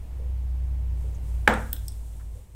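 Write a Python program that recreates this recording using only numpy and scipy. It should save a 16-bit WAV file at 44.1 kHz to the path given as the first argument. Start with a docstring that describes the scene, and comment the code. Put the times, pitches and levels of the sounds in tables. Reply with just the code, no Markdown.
"""A sharp, hollow knock, then a few small clicks: a plastic pill bottle set down hard, and its cap. The base
hits the surface in three quick contacts that ring the bottle and set a small, quiet room ringing; each click
rings the cap's high modes. Just after the knock the bottle settles with two low thumps, and faint handling
scuffs come before and after. Underneath lie a low drone that slowly sinks in pitch, like a distant engine, dull
room noise and a soft, swelling hiss."""
import sys
import numpy as np
from scipy import signal
from scipy.fft import rfft, irfft, next_fast_len
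from scipy.io import wavfile
from scipy.ndimage import map_coordinates

SR = 44100
rng = np.random.default_rng(int(sys.argv[2]) if len(sys.argv) > 2 else 0)


def digitize_waveform(pressure):
    """Quantize a signal to 16-bit integers and store it at the path in sys.argv[1].

    Rows of a 2-D input are taken as channels; values are limited to [-1, 1].
    """
    field = np.atleast_2d(pressure).T
    bounded = np.clip(field, -1, 1)
    quanta = np.round(bounded * 32767).astype(np.int16)
    wavfile.write(sys.argv[1], SR, quanta)


N = 112454
TIME = np.arange(N) / SR

# contacts as the base rocks flat: t/s, level/dB, contact time/s
CONTACTS = [(1.4760, 0, 0.00032), (1.4773, 5, 0.00015), (1.4790, 0, 0.002)]


def bottle_knock():
    """Each contact cracks and rings the bottle; longer ones are duller. The small body gives little bass."""
    # bottle on the surface: f/Hz, level/dB, t60/s
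    body_modes = [(260, -45.5, .025), (505, -10, 0.02), (870, -13, 0.024), (1300, -8, .01),
                  (1672, 1.5, 0.0065), (1960, -9, .008), (2750, -18, 0.014), (3400, -22, .014),
                  (4740, -30.5, .012), (8030, -28, .018), (9520, -26.5, .008), (11100, -32, .008),
                  (13450, -45, 0.079), (13920, -41, 0.1)]
    # colour of the crack: f/Hz, level/dB
    crack_colour = [(500, -0.5), (3000, 4), (5500, -9), (7000, 4), (10000, -2.5), (12500, -11),
                    (16000, -12)]
    out = np.zeros(N)
    for start, db, contact_s in CONTACTS:
        blow = ring(body_modes) + amp(-22) * burst(crack_colour, t60=.014)
        blow *= attack(rise_s=.00033)
        pole = np.exp(-2 * np.pi / (contact_s * SR))
        softened = signal.lfilter([1 - pole], [1, -pole], blow)
        out += amp(db) * delayed(softened, start)
    return high_pass(out, hz=220, order=1)


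def knock_reverb():
    """The room answers the knock with a diffuse wash and ringing standing waves."""
    # colour of the wash: f/Hz, level/dB
    wash_colour = [(100, -16), (200, -1.5), (380, -5), (500, 1), (850, 1), (1100, -5), (1500, -0.5),
                   (2200, -9.5), (3000, -18), (3600, -21.5), (5000, -30), (8300, -31), (10500, -44),
                   (16000, -52.5)]
    # decay of the wash: f/Hz, t60/s
    wash_decay = [(150, 0.46), (500, 0.34), (1500, 0.42), (4000, 0.33), (8000, 0.5), (15000, 0.24)]
    # standing waves: f/Hz, level/dB, t60/s
    room_modes = [(134, -30, .5), (168, -33, .35), (217, -23, .48), (257, -33, .45), (297, -35, .4),
                  (327, -30, .33), (445, -33, .4), (465, -31, .4), (487, -31, .38), (514, -27, .42),
                  (770, -30, .35), (842, -30, .33), (921, -28, .33), (1352, -29, .3), (1642, -31, .4)]
    wash = amp(-18.5) * room_tail(noise(wash_colour), wash_decay)
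    ringing = attack(rise_s=.01) * ring(room_modes)
    return delayed(wash + ringing, CONTACTS[0][0])


def cap_clicks():
    """Each click snaps and rings the cap's modes in its own balance, with a short room tail."""
    # clicks: t/s, level/dB, low gain/dB, mid gain/dB, top gain/dB, low cut/Hz, rise/s
    clicks = [(1.5376, -28.5, 2, -8, -9, 1986, .001), (1.7299, -27, -0.5, -3.5, 12.5, 1200, .0002),
              (1.7380, -35, -16, -15, -6.5, 2020, .001), (1.7634, -41.5, 8, 6.5, -6, 1200, .001),
              (1.8817, -28, -13.5, 1.5, -2, 3480, .0003), (1.9192, -37, -10, -17, -8, 3466, .001)]
    # cap resonances: f/Hz, level/dB, t60/s
    cap_modes = [(1555, -10.5, 0.023), (3473, -6.5, 0.03), (3820, -8, 0.021), (4830, -10, 0.016),
                 (5190, -7.5, .025), (8160, -8.5, 0.023), (8450, -2.5, 0.018), (9180, -2.5, 0.0092),
                 (10000, -4, 0.0089), (11600, -4, 0.0052), (12220, 2.5, 0.0076), (13400, -8, 0.0064),
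                 (15180, -8, .007), (15600, -4, .01)]
    # decay of the tail: f/Hz, t60/s
    tail_decay = [(3500, .27), (8000, .24), (13000, .2)]
    # the room returns less of the top: f/Hz, level/dB
    tail_colour = [(3000, 1), (8500, -2.5), (12000, -6), (16000, -5)]
    out = np.zeros(N)
    for start, db, low_db, mid_db, top_db, cut_hz, rise_s in clicks:
        balance = [(3800, low_db), (5000, mid_db), (8000, 0), (10000, 0), (12000, top_db)]
        modes = [(hz, level + along(balance, hz), t60) for hz, level, t60 in cap_modes]
        click = ring(modes, flutter_rad=.7) + amp(-4.5) * burst(balance, t60=.009)
        click = high_pass(click * attack(rise_s), cut_hz, order=4)
        room = room_tail(rng.standard_normal(N), tail_decay)
        tail = signal.fftconvolve(click, room / np.linalg.norm(room))[:N]
        out += amp(db) * delayed(click + amp(-8) * equalised(tail, tail_colour), start)
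    return out


def scuffs_and_thumps():
    """Faint nudges and scuffs, and the low thumps of the bottle settling: noise in one resonance that rises and
    dies away."""
    # touches and settling thumps: t/s, level/dB, f/Hz, bandwidth/Hz, rise/s
    touches = [(.18, -52, 510, 126, 0.03), (1.039, -53.5, 487, 219, 0.02),
               (1.143, -60.5, 6600, 1500, 0.007), (1.532, -32.5, 161, 120, 0.003),
               (1.731, -46, 336, 118, 0.0073), (2.195, -57, 1190, 1096, 0.011),
               (2.348, -53.5, 507, 110.3, 0.014)]
    out = np.zeros(N)
    for start, db, centre_hz, width_hz, rise_s in touches:
        band = filtered(rng.standard_normal(N), lambda hz: 1 / (1 + (2 * (hz - centre_hz) / width_hz) ** 2))
        swell = TIME / rise_s * np.exp(1 - TIME / rise_s)
        out += amp(db) * delayed(unit(band) * swell, start)
    return out


def drone():
    """A low, wavering tone sinks in pitch while two weaker hums swell and fade."""
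    # path of the tone: t/s, f/Hz, level/dB
    glide = [(0.0, 62.8, -40), (0.16, 62, -33.5), (0.25, 61.98, -29.5), (0.7, 62.13, -26),
             (1.06, 59.75, -28), (1.16, 59.2, -32.5), (1.34, 58.76, -26.5), (1.52, 58.41, -31),
             (2.37, 54.14, -38), (2.45, 55.34, -53.5), (2.55, 55.4, -45.5)]
    # steadier hums: f/Hz, level/dB, swell centre/s, fall-off/(dB/s^2)
    hums = [(93, -40, 1.6, 2), (139, -47, .95, 7)]
    hz, db = curves(glide)
    out = amp(db + .5 * wobble(14)) * np.sin(2 * np.pi * np.cumsum(hz) / SR)
    follow_db = .59 * (db - db.max())  # the hums share part of the tone's level swings
    for hum_hz, hum_db, centre_s, fall_db in hums:
        swell = amp(hum_db + follow_db - fall_db * (TIME - centre_s) ** 2)
        out += swell * np.sin(2 * np.pi * hum_hz * TIME + .5 * wobble(5.69))
    return np.sqrt(2) * out


def room_tone():
    """Dull room noise and a soft hiss that swells around the handling."""
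    # colours of the dull noise and the hiss: f/Hz, level/dB
    air_colour = [(20, 3), (45, 1), (80, 4), (120, -8.5), (200, -17), (350, -21.5), (500, -25), (900, -28),
                  (1300, -37), (2400, -37.5), (4500, -45), (15500, -47.5)]
    hiss_colour = [(1000, -29), (3500, -6.5), (4800, -9.5), (6500, -5), (8300, 0.5), (10000, -4.5),
                   (12500, -6), (15500, -10.5)]
    # their envelopes: t/s, level/dB
    air_envelope = [(0, -39.5), (.9, -39), (1.4, -37), (2.0, -42.5), (2.38, -43.5), (2.55, -47)]
    hiss_envelope = [(0, -71), (.92, -75.5), (1.02, -63.5), (1.21, -69), (1.29, -60.5), (1.45, -65),
                     (1.62, -55.5), (1.9, -59), (2.17, -61), (2.3, -64.5), (2.38, -62), (2.46, -68),
                     (2.55, -67)]
    air = amp(curves(air_envelope)[0]) * noise(air_colour)
    hiss = amp(curves(hiss_envelope)[0] + .7 * wobble(25)) * noise(hiss_colour)
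    return air + hiss


def ring(modes, flutter_rad=0):
    """Struck modes: damped sines that start together, roughened by optional phase flutter."""
    t = TIME[:SR // 2]
    out = np.zeros(N)
    for hz, db, t60 in modes:
        flutter = flutter_rad * np.interp(t, np.arange(400) / 800, rng.standard_normal(400))
        out[:len(t)] += amp(db) * fade(t, t60) * np.sin(2 * np.pi * hz * t + flutter)
    return out


def burst(colour, t60):
    """A short crack of coloured noise."""
    return equalised(rng.standard_normal(N), colour) * fade(TIME, t60)


def room_tail(x, decay):
    """Noise x builds up quickly, then each frequency dies at its own speed."""
    hz, t, spectrum = signal.stft(x, SR, nperseg=256)
    tail = signal.istft(spectrum * fade(t, along(decay, hz)[:, None]), SR)[1][:N]
    return delayed(tail * attack(rise_s=.001), seconds=.002)


def noise(colour):
    """Coloured noise of rms 1."""
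    return unit(equalised(rng.standard_normal(N), colour))


def wobble(rate):
    """A smooth random curve, rate knots a second."""
    return map_coordinates(rng.standard_normal(N), [TIME * rate])


def amp(db):
    return 10 ** (np.asarray(db) / 20)


def unit(x):
    return x / np.sqrt(np.mean(x ** 2) + 1e-20)


def attack(rise_s):
    return 1 - np.exp(-TIME / rise_s)


def fade(t, t60):
    return np.exp(-np.log(1000) * t / t60)


def delayed(x, seconds):
    return np.pad(x, (max(round(seconds * SR), 0), 0))[:N]


def along(points, hz):
    """Read (f/Hz, value) points at hz, on a log axis."""
    freqs, values = np.transpose(points)
    return np.interp(np.log(hz + 1), np.log(freqs + 1), values)


def curves(rows):
    """One per-sample curve for each column after the time."""
    times, *columns = np.transpose(rows)
    return [np.interp(TIME, times, column) for column in columns]


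def filtered(x, response):
    """Shape x with a gain that depends on frequency."""
    size = next_fast_len(N + SR // 2)
    return irfft(rfft(x, size) * response(np.fft.rfftfreq(size, 1 / SR)), size)[:N]


def equalised(x, colour):
    """EQ x through (f/Hz, level/dB) points."""
    return filtered(x, lambda hz: amp(along(colour, hz)))


def high_pass(x, hz, order):
    return signal.sosfilt(signal.butter(order, hz, 'high', fs=SR, output='sos'), x)


def scene():
    """Mono mix of the bottle and its room over the background bed."""
    return (bottle_knock() + knock_reverb() + cap_clicks() + scuffs_and_thumps() + drone() + room_tone())[None]


def record(dry):
    """The microphone rounds off the highest peaks and keeps nothing above its band limit."""
    top_hz = 15850
    rounded = dry[0] / (1 + np.abs(dry[0]) ** 8) ** (1 / 8)
    return filtered(rounded, lambda hz: 1 / (1 + (hz / top_hz) ** 200))[None]


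dry = scene()
out = record(dry)
digitize_waveform(out)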